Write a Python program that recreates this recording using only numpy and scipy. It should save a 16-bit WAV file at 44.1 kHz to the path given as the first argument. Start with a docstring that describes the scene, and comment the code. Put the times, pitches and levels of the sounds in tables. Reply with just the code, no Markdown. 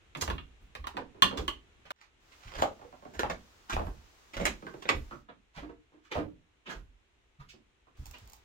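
"""Log house with steep wooden stairs and a board floor: bare feet come down and cross it in a quiet room.
Soles slap and heels knock: short bursts of contact grains through filters for skin, treads and boards.
Floor spans swing as decaying sines, dry joints crack in ringing modes, soles scuff as clumped friction noise.
Trousers rustle as shaped noise and a wicker basket ticks near the end, over low hum and hiss.
The listening place changes three times, and with it the echo level, the stereo delay and the room air."""
import sys
import numpy as np
from scipy import signal
from scipy.fft import rfft, irfft, next_fast_len
from scipy.io import wavfile
from scipy.ndimage import uniform_filter1d, map_coordinates

SR = 44100
rng = np.random.default_rng(int(sys.argv[2]) if len(sys.argv) > 2 else 0)


def waveform_to_disk(signal):
    """Save audio, clipped to [-1, 1], as 16-bit WAV at the path in sys.argv[1]."""
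    frames = np.transpose(np.atleast_2d(signal))
    scaled = np.clip(frames, -1, 1) * 32767
    samples = np.round(scaled).astype(np.int16)
    wavfile.write(sys.argv[1], SR, samples)


N = 372204
SIZE = 32768  # samples per event
T = np.arange(SIZE) / SR  # s
HZ = np.fft.rfftfreq(SIZE, 1 / SR)
CUT_S = 1.92  # first change of listening place

# listening places: (from time [s], relative echo level [dB], lead of the left port [ms],
# air hiss level [dB], low hum level [dB])
VIEWS = [(0, -1.5, 0.51, -66.5, -64.5), (1.92, -5.5, 0.41, -67.5, -68.5), (5.103, -0.5, 0.29, -72.5, -74),
         (7.952, 0.5, 0.41, -68, -68)]
# murmur of the building: (frequency [Hz], relative level [dB])
RUMBLE = [(15, -17), (30, -2), (55, 1.5), (100, -9.5), (170, -17.5), (280, -21), (700, -53.5)]


def amp(db):
    """Decibels to gain."""
    return 10 ** (np.asarray(db) / 20)


def unit(x):
    """Scale to rms 1."""
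    return x / np.sqrt(np.mean(x ** 2) + 1e-20)


def along(points, hz):
    """Interpolate (frequency [Hz], value) points on a log frequency axis."""
    f, v = np.transpose(points)
    return np.interp(np.log(hz + 1), np.log(f + 1), v)


def fade(t, t60_s):
    """Exponential decay by 60 dB in t60_s."""
    return np.exp(-np.log(1000) * t / np.maximum(t60_s, 1e-3))


def resonances(modes, steep=1):
    """Gain of (Hz, width Hz, dB) modes summed in power; steep ones leave deep valleys between them."""
    power = 0
    for hz, width_hz, db in modes:
        detuning = (HZ ** 2 - hz ** 2) / (HZ * width_hz + 1)
        power = power + amp(2 * db) / (1 + detuning ** 2) ** steep
    return np.sqrt(power)


def ring(drive, gain):
    """Filter a drive with the causal minimum-phase response that has this gain."""
    cepstrum = irfft(np.log(np.maximum(gain, 1e-6)))
    cepstrum[1:SIZE // 2] *= 2
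    cepstrum[SIZE // 2 + 1:] = 0
    return irfft(rfft(drive) * np.exp(rfft(cepstrum)))


def bend(x, travel_1khz_s):
    """Bending waves in a plank run faster the higher they are: the treble arrives first."""
    root = np.sqrt(HZ * 1000)
    return irfft(rfft(x) * np.exp(-4j * np.pi * travel_1khz_s * root))


def contact(life_s, rise_s, grit, click):
    """Closing surfaces: a first click and a burst of uneven grains that fades by 60 dB in life_s."""
    grains = rng.standard_normal(SIZE) * np.exp(grit * rng.standard_normal(SIZE))
    burst = grains * fade(T, life_s) * (1 - np.exp(-T / rise_s))
    return burst / np.linalg.norm(burst) + click * (T == 0)


def shelves(body_db, snap_db):
    """Gain that raises or lowers the low body and the top snap."""
    return amp(along([(600, body_db), (1200, 0), (3800, 0), (7500, snap_db)], HZ))


def diffuse(spectrum, size):
    """Stereo noise from all sides, more alike in the bass than in the treble."""
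    # (frequency [Hz], left-right correlation)
    alike = [(60, 0.82), (150, 1), (300, 0.25), (640, 0.3), (1300, -.15), (3000, -0.033)]
    m = next_fast_len(size, True)
    hz = np.fft.rfftfreq(m, 1 / SR)
    turn = np.arccos(np.clip(along(alike, hz), -1, 1)) / 2
    noise = rfft(rng.standard_normal((2, m))) * amp(along(spectrum, hz))
    mid, side = irfft(noise * [np.cos(turn), np.sin(turn)], m)[:, :size]
    return unit(np.array([mid + side, mid - side]))


def in_room(x, s, wet_db, early=0.32, early_t60_s=0.041, radiated=None):
    """Direct sound at both ports, dense echoes off near timber and a tail, fed by what radiates all round."""
    # log walls: (frequency [Hz], t60 [s])
    log_walls = [(80, 0.49), (260, 0.35), (700, 0.19), (1800, 0.2), (4500, 0.21), (12000, 0.16)]
    _, echo_db, lead_ms, _, _ = VIEWS[max(sum(s >= view[0] for view in VIEWS) - 1, 0)]
    hz, t, z = signal.stft(diffuse([(1, 0)], size=SIZE), SR, nperseg=256)
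    decaying = z * fade(t, along(log_walls, hz)[:, None])
    tail = signal.istft(decaying, SR, nperseg=256)[1][:, :SIZE]
    tail = tail * (1 + early * fade(T, early_t60_s)) * (1 - np.exp(-T / 0.0067))
    delay_s = np.maximum([[-lead_ms], [lead_ms]], 0) / 1000
    direct = rfft(x) * np.exp(-2j * np.pi * HZ * delay_s)
    echoes = rfft(x if radiated is None else radiated) * rfft(tail) / np.linalg.norm(tail[0])
    return irfft(direct + amp(echo_db + wet_db) * echoes)


def add(track, s, pair, db, pan_db=0):
    """Lay in from time s, loudest 6 ms at db, left over right by pan_db; early sounds end at CUT_S."""
    peak = np.sqrt(uniform_filter1d(np.mean(pair ** 2, 0), size=256).max())
    start = round(s * SR)
    end = round(CUT_S * SR) if s < CUT_S else N
    length = min(SIZE, end - start)
    gain = amp([[db + pan_db / 2], [db - pan_db / 2]])
    track[:, start:start + length] += pair[:, :length] / peak * gain


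def slaps(cup=1.66, cup_width_share=0.5, brush_db=-19, brush_s=.014):
    """A bare sole brushes the wood, then rolls on in a patter of contacts, squeezing out an air pocket."""
    # (time [s], level [dB], low body [dB], top snap [dB], contact life [s], cupped-air pitch [Hz])
    sole_hits = [(0.2105, -31.5, -24, 9.5, 0.011, 4200), (1.3713, -35, 1, -0.5, 0.038, 3200),
                 (1.8517, -54, 3, -8.5, 0.087, 2420), (2.579, -37, 5.5, -2, 0.14, 1610),
                 (2.6187, -33, 8.5, 3.5, 0.03, 3220), (3.134, -46.5, 7.5, 0, 0.14, 1620),
                 (3.1929, -27, 0.5, -1.5, 0.017, 1850), (3.2975, -31, 5, -5, 0.038, 1790),
                 (3.6955, -33, -5.5, -4, 0.079, 1580), (3.7244, -33, 4.5, -2.5, 0.053, 2400),
                 (4.333, -42, 1, -3.5, 0.078, 2250), (4.3675, -34.5, 2, -7.5, 0.028, 1510),
                 (4.393, -36, 12, -4, 0.17, 2100), (4.4535, -23, -2.5, 5, 0.025, 2200),
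                 (4.463, -29, 0.5, -6, 0.047, 2400), (4.8214, -44, 0.5, -3, 0.036, 2880),
                 (4.854, -39, 6, -23, 0.012, 1790), (4.889, -19.5, -8, -11.5, 0.026, 2150),
                 (5.286, -48, 8.5, -41, 0.07, 1400), (5.57, -44.5, 8, -33, 0.11, 2130),
                 (6.112, -34.5, 1, -9.5, 0.083, 2190), (6.657, -44.5, -2.5, -12, 0.16, 2720),
                 (6.689, -40, 2.5, -3.5, 0.18, 1500), (7.395, -53, -5, -14, 0.14, 1260),
                 (8.134, -48.5, -2, -13.5, 0.094, 2700)]
    # skin on wood: (frequency [Hz], relative level [dB])
    skin = [(60, -22.5), (250, -1), (600, -1), (1000, 1), (1700, -4), (2500, -7), (3400, -7), (4800, -12),
            (6800, -9), (9500, -24.5), (14000, -23.5), (16000, -28.5)]
    out = np.zeros((2, N))
    lead = round(brush_s * SR)
    ramp = np.linspace(0, 1, lead)
    for s, db, body_db, snap_db, life_s, hz in sole_hits:
        # a slow contact also swells more slowly
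        patter = np.roll(contact(life_s, rise_s=0.041 * life_s, grit=0.92, click=0.041), lead)
        brush = amp(brush_db) * patter[lead:2 * lead].std() * ramp * rng.standard_normal(lead)
        patter[:lead] += brush
        air_pocket = 1 + cup * resonances([(hz, cup_width_share * hz, 0)], steep=2.7)
        gain = amp(along(skin, HZ)) * shelves(body_db, snap_db) * air_pocket
        pair = in_room(ring(patter, gain), s, wet_db=7, early=3.7)
        add(out, s - lead / SR, pair, db, pan_db=-4)
    return out


def heels():
    """A padded heel on a thick lower tread wakes mainly its low modes: a hollow tock."""
    # (time [s], level [dB], contact life [s])
    heel_hits = [(2.622, -19, 0.0029), (3.232, -23.5, 0.013), (3.765, -25.5, 0.0095)]
    # tread modes: (frequency [Hz], width [Hz], relative level [dB])
    tread = [(430, 99, -19), (589.5, 77, -4.5), (740, 150, -4.5), (830, 69, -0.5), (1157, 140, -12.5),
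             (1260, 72, -14)]
    out = np.zeros((2, N))
    gain = resonances(tread) * amp(along([(100, 11.0), (400, 0.5), (3000, -2.5), (9000, -20)], HZ))
    for s, db, life_s in heel_hits:
        landing = contact(life_s, rise_s=0.00055, grit=0.83, click=2.9)
        tock = bend(ring(landing, gain), travel_1khz_s=0.00151)
        add(out, s, in_room(tock, s, wet_db=5.5), db, pan_db=0.1)
    return out


def knocks(width_hz=130, boost=4.2):
    """Boards shifting under the foot, or kicked by a slipping joint, answer dully around their own pitch, with
    a slight downward chirp."""
    # (time [s], level [dB], pitch [Hz], contact life [s])
    board_knocks = [(0.152, -40.5, 300, 0.091), (0.278, -41, 300, 0.043), (0.938, -44, 277, 0.2),
                    (0.97, -35.5, 794, 0.02), (1.143, -53.5, 385, 0.4), (1.225, -35, 268, 0.056),
                    (1.322, -38, 377, 0.089), (1.381, -35.5, 475, 0.079), (2.789, -54, 600, 0.04),
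                    (2.812, -48.5, 814, 0.05), (2.841, -49, 480, 0.058), (2.923, -49.5, 733, 0.05),
                    (3.02, -52.5, 620, 0.06), (3.049, -45.5, 650, 0.055), (3.297, -37.5, 725, 0.051),
                    (3.793, -35, 637, 0.2), (3.865, -42, 1020, 0.032), (4.396, -34.5, 510, 0.12),
                    (4.621, -44.5, 305, 0.04), (4.664, -39, 1550, 0.029), (4.737, -42, 470, 0.025),
                    (4.893, -30.5, 520, 0.078), (5.107, -42, 1310, 0.084), (6.149, -30.5, 620, 0.09),
                    (6.67, -46.5, 237, 0.067), (7.531, -57.5, 290, 0.09), (7.866, -62.5, 1200, 0.02)]
    # board response: (frequency [Hz], relative level [dB])
    board = [(40, -11.5), (150, -3), (300, -2.5), (600, -6.5), (1100, -6.5), (2000, -16.5), (4000, -26),
             (10000, -44)]
    out = np.zeros((2, N))
    for s, db, hz, life_s in board_knocks:
        gain = amp(along(board, HZ)) * (1 + boost * resonances([(hz, width_hz, 0)]))
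        shift = contact(life_s, rise_s=0.0033, grit=0.16, click=1.0)
        knock = bend(ring(shift, gain), travel_1khz_s=.005)
        add(out, s, in_room(knock, s, wet_db=4.5), db, pan_db=-4.5)
    return out


def thumps(rumble_db=-11, rumble_t60_s=0.42, rise_s=0.015):
    """Body weight swings a floor span in its low modes, one row a mode; the rest of the house rumbles with it."""
    # (time [s], level [dB], pitch [Hz], t60 [s])
    weight_shifts = [(0.213, -41, 81, 0.15), (0.276, -30.5, 76.5, 0.17), (0.602, -49, 69.6, 0.094),
                     (0.785, -38.5, 65, 0.14), (1.225, -40, 198.3, 0.45), (1.377, -32, 69.4, 0.13),
                     (2.449, -45, 99, 0.075), (2.561, -37.5, 48.7, 0.11), (3.16, -44.5, 70.7, 0.19),
                     (3.225, -40, 65, 0.15), (3.297, -43.5, 171, 0.15), (3.721, -28, 52, 0.077),
                     (3.837, -32.5, 50.7, 0.1), (4.36, -36.5, 68, 0.12), (4.394, -36.5, 172, 0.18),
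                     (4.48, -42, 205, 0.08), (4.937, -32.5, 74.6, 0.058), (5.562, -44.5, 150, 0.084),
                     (6.15, -37, 90.7, 0.27), (6.153, -44, 127.5, 0.25), (6.151, -42.5, 267, 0.25),
                     (6.75, -41, 42.9, 0.25), (7.385, -44.5, 138, 0.15), (7.98, -36, 75.9, 0.16),
                     (8.212, -51.5, 97, 0.12)]
    out = np.zeros((2, N))
    load = 1 - np.exp(-(T / rise_s) ** 2)
    for s, db, hz, t60_s in weight_shifts:
        swing = np.sin(2 * np.pi * hz * T) * fade(T, t60_s)
        house = amp(rumble_db) * diffuse(RUMBLE, size=SIZE)[0] * fade(T, rumble_t60_s)
        add(out, s, in_room(load * (swing + house), s, wet_db=-11), db, pan_db=-2.4)
    return out


def floorboards():
    """A soft push of the foot sets a loose board humming briefly in two low modes."""
    # (time [s], level [dB], contact life [s])
    board_dips = [(5.625, -41, 0.11), (5.69, -46.5, 0.05), (5.922, -57, 0.24), (6.175, -32, 0.097)]
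    # two modes and a broad floor: (frequency [Hz], width [Hz], relative level [dB])
    loose_board = [(310, 22, 1.5), (461, 20, -6), (900, 3500, -18)]
    out = np.zeros((2, N))
    gain = resonances(loose_board) / np.sqrt(1 + (HZ / 1100) ** 4)
    for s, db, life_s in board_dips:
        push = contact(life_s, rise_s=0.012, grit=0.13, click=0.3)
        add(out, s, in_room(ring(push, gain), s, wet_db=-2), db, pan_db=-4.0)
    return out


def cracks(focus=1.5, width_share=0.32, blur=0.23):
    """A dry joint slips; the nearest beam rings clearly, the room hears the whole frame a little blurred."""
    # (time [s], level [dB], low body [dB], top snap [dB], strongest pitch [Hz], damping [x mode width])
    joint_slips = [(0.1497, -36.5, -2, -9, 2300, 4), (0.171, -49.5, -3, 9, 6500, 6),
                   (0.2212, -30, 8, 7, 1152, 2.5), (0.277, -32, 7.5, -6, 1190, 3),
                   (0.3001, -31, 5.5, -7, 1850, 3), (0.316, -47, 12, -26, 1400, 2),
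                   (0.3806, -40, -6, -31, 2770, 2), (0.7508, -39, 4.5, -2, 2360, 6),
                   (0.8407, -40, 3, -20, 1123, 1.3), (0.8691, -32, 1.5, -1, 1000, 5),
                   (0.968, -35, 2, -10, 1400, 5), (1.2215, -12.5, -2, -2.5, 2998, 1.15),
                   (1.31, -37, 8, -18, 1215, 3), (1.479, -26.5, 3, -2.5, 3200, 1.1),
                   (1.905, -34, -1, -3.5, 1070, 4)]
    # joint modes: (frequency [Hz], width before damping [Hz], relative level [dB])
    joint = [(260, 140, -1), (590, 100, -8), (850, 270, -4), (1080, 120, 8.5), (1741, 57, 2),
             (1960, 290, -5.5), (2820, 140, -1.5), (3200, 260, -1.5), (3480, 160, -9.5), (4250, 220, -6.5),
             (6060, 900, -14.5), (7900, 3300, -19.5), (14200, 7000, -24.5)]
    out = np.zeros((2, N))

    def frame(damping):
        """Joint modes widened by the damping."""
        return resonances([(f, width * damping, level) for f, width, level in joint], steep=1.3)

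    for s, db, body_db, snap_db, hz, damping in joint_slips:
        # one sharp slip and a quick run of smaller ones
        life_s = 0.0081 * (1 + np.sqrt(damping))
        slip = bend(contact(life_s, rise_s=0.00091, grit=0.73, click=1.1), travel_1khz_s=.0015)
        tilt = shelves(body_db, snap_db) * (1 + focus * resonances([(hz, width_share * hz, 0)]))
        near = ring(slip, frame(damping) * tilt)
        whole = ring(slip, frame(damping + blur) * tilt)
        pair = in_room(unit(near), s, wet_db=2.0, early=4.0, radiated=unit(whole))
        add(out, s, pair, db, pan_db=-4.0)
    return out


def scuffs(grit=0.84, clumping=0.65):
    """Soles and hems slide: clumped friction grains swell with the foot's speed and fade as it stops."""
    # (loudest at [s], level [dB], swell [s], fade t60 [s], lower edge [Hz])
    slides = [(2.036, -54.5, 0.095, 0.19, 1027), (2.321, -57.5, 0.0093, 0.06, 1145),
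              (2.475, -49, 0.09, 0.32, 800), (2.555, -41, 0.05, 0.1, 430), (5.556, -49.5, 0.023, 0.26, 790),
              (6.039, -60.5, 0.013, 0.17, 1120), (7.497, -52.5, 0.016, 0.046, 2400)]
    # sliding friction: (frequency [Hz], relative level [dB])
    friction = [(900, 5.5), (2800, -1.5), (7200, -13), (10000, -29), (16000, -29)]
    out = np.zeros((2, N))
    for s, db, swell_s, t60_s, edge_hz in slides:
        speed = np.minimum(T / swell_s, 1) * fade(np.maximum(T - swell_s, 0), t60_s)
        catches = unit(uniform_filter1d(rng.standard_normal(SIZE), size=256))
        unevenness = np.exp(grit * rng.standard_normal(SIZE) + clumping * catches)
        grains = rng.standard_normal(SIZE) * unevenness
        gain = amp(along(friction, HZ)) / np.sqrt(1 + (edge_hz / (HZ + 1)) ** 8)
        add(out, s - swell_s, in_room(ring(grains * speed, gain), s, wet_db=6.5), db, pan_db=-5.5)
    return out


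def trousers(gain_db=16.5, flutter_db=-0.1, flutter_hz=16):
    """Cloth brushes cloth as the legs swing close by: shaped noise with a very slight flutter."""
    # one table a stretch: (time [s], level before gain_db [dB])
    stretches = [
        [(2.2, -91.5), (2.38, -79), (2.53, -79.5), (2.93, -85), (3.42, -81), (5.02, -80.5), (5.15, -81),
         (5.25, -105)],
        [(7.97, -82.5), (8.184, -79.5), (8.44, -91.5)],
    ]
    # (frequency [Hz], relative level [dB])
    cloth = [(150, -39), (250, -8.5), (723, -6), (1220, -4), (2320, -11), (6590, -12), (10200, -26.5),
             (16000, -22)]
    knots = rng.standard_normal(int(N * flutter_hz / SR) + 4)
    flutter = map_coordinates(knots, [np.arange(N) * flutter_hz / SR])
    brushing = np.zeros(N)
    for stretch in stretches:
        s, db = np.transpose(stretch)
        brushing += np.interp(np.arange(N) / SR, s, amp(db), left=0, right=0)
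    return brushing * amp(gain_db + flutter_db * flutter) * diffuse(cloth, size=N)


def basket():
    """Wicker strands slip over each other under the hand in short, crisp ticks close by."""
    # (time [s], level [dB])
    ticks = [(8.057, -46), (8.066, -47.5), (8.073, -61), (8.1115, -48), (8.184, -54.5), (8.2567, -66),
             (8.2751, -54), (8.2982, -53), (8.321, -56.5), (8.3333, -48), (8.342, -60), (8.366, -60)]
    # (frequency [Hz], relative level [dB])
    wicker = [(60, -35), (350, -14), (800, 13.5), (1500, -6.5), (4000, 2), (7500, 3), (10000, -7),
              (15000, 2)]
    out = np.zeros((2, N))
    gain = amp(along(wicker, HZ))
    for s, db in ticks:
        slips = contact(life_s=.014, rise_s=.001, grit=1.2, click=.8)
        add(out, s, in_room(ring(slips, gain), s, wet_db=-5), db, pan_db=-6.5)
    return out


def room_air(dip_db=-14, recover_s=0.13):
    """Faint hiss and the building's low murmur, steady in each place; the level dips briefly at CUT_S."""
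    # hiss: (frequency [Hz], relative level [dB])
    hiss = [(30, -7), (170, -12), (370, -2), (550, -10), (2700, -9), (3900, -14.5), (4700, -22.5),
            (6800, -20.5), (16000, -48.5)]
    start_s, _, _, air_db, hum_db = np.transpose(VIEWS)
    t = np.arange(N) / SR
    place = np.searchsorted(start_s[1:], t)
    dip = amp(dip_db * (t > CUT_S) * np.exp(-np.abs(t - CUT_S) / recover_s))
    murmur = amp(hum_db[place]) * diffuse(RUMBLE, size=N)
    air = amp(air_db[place]) * diffuse(hiss, size=N)
    return dip * (murmur + air)


def scene():
    """The walker in the quiet house."""
    feet = slaps() + heels() + scuffs()
    wood = knocks() + thumps() + floorboards() + cracks()
    return feet + wood + trousers() + basket() + room_air()


def record(dry):
    """Band limit: a 500 Hz wide linear edge centred on top_hz."""
    top_hz = 16000
    m = next_fast_len(N + SIZE, True)
    passed = np.clip((top_hz - np.fft.rfftfreq(m, 1 / SR)) / 500 + .5, 0, 1)
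    return irfft(rfft(dry, m) * passed, m)[:, :N]


dry = scene()
out = record(dry)
waveform_to_disk(out)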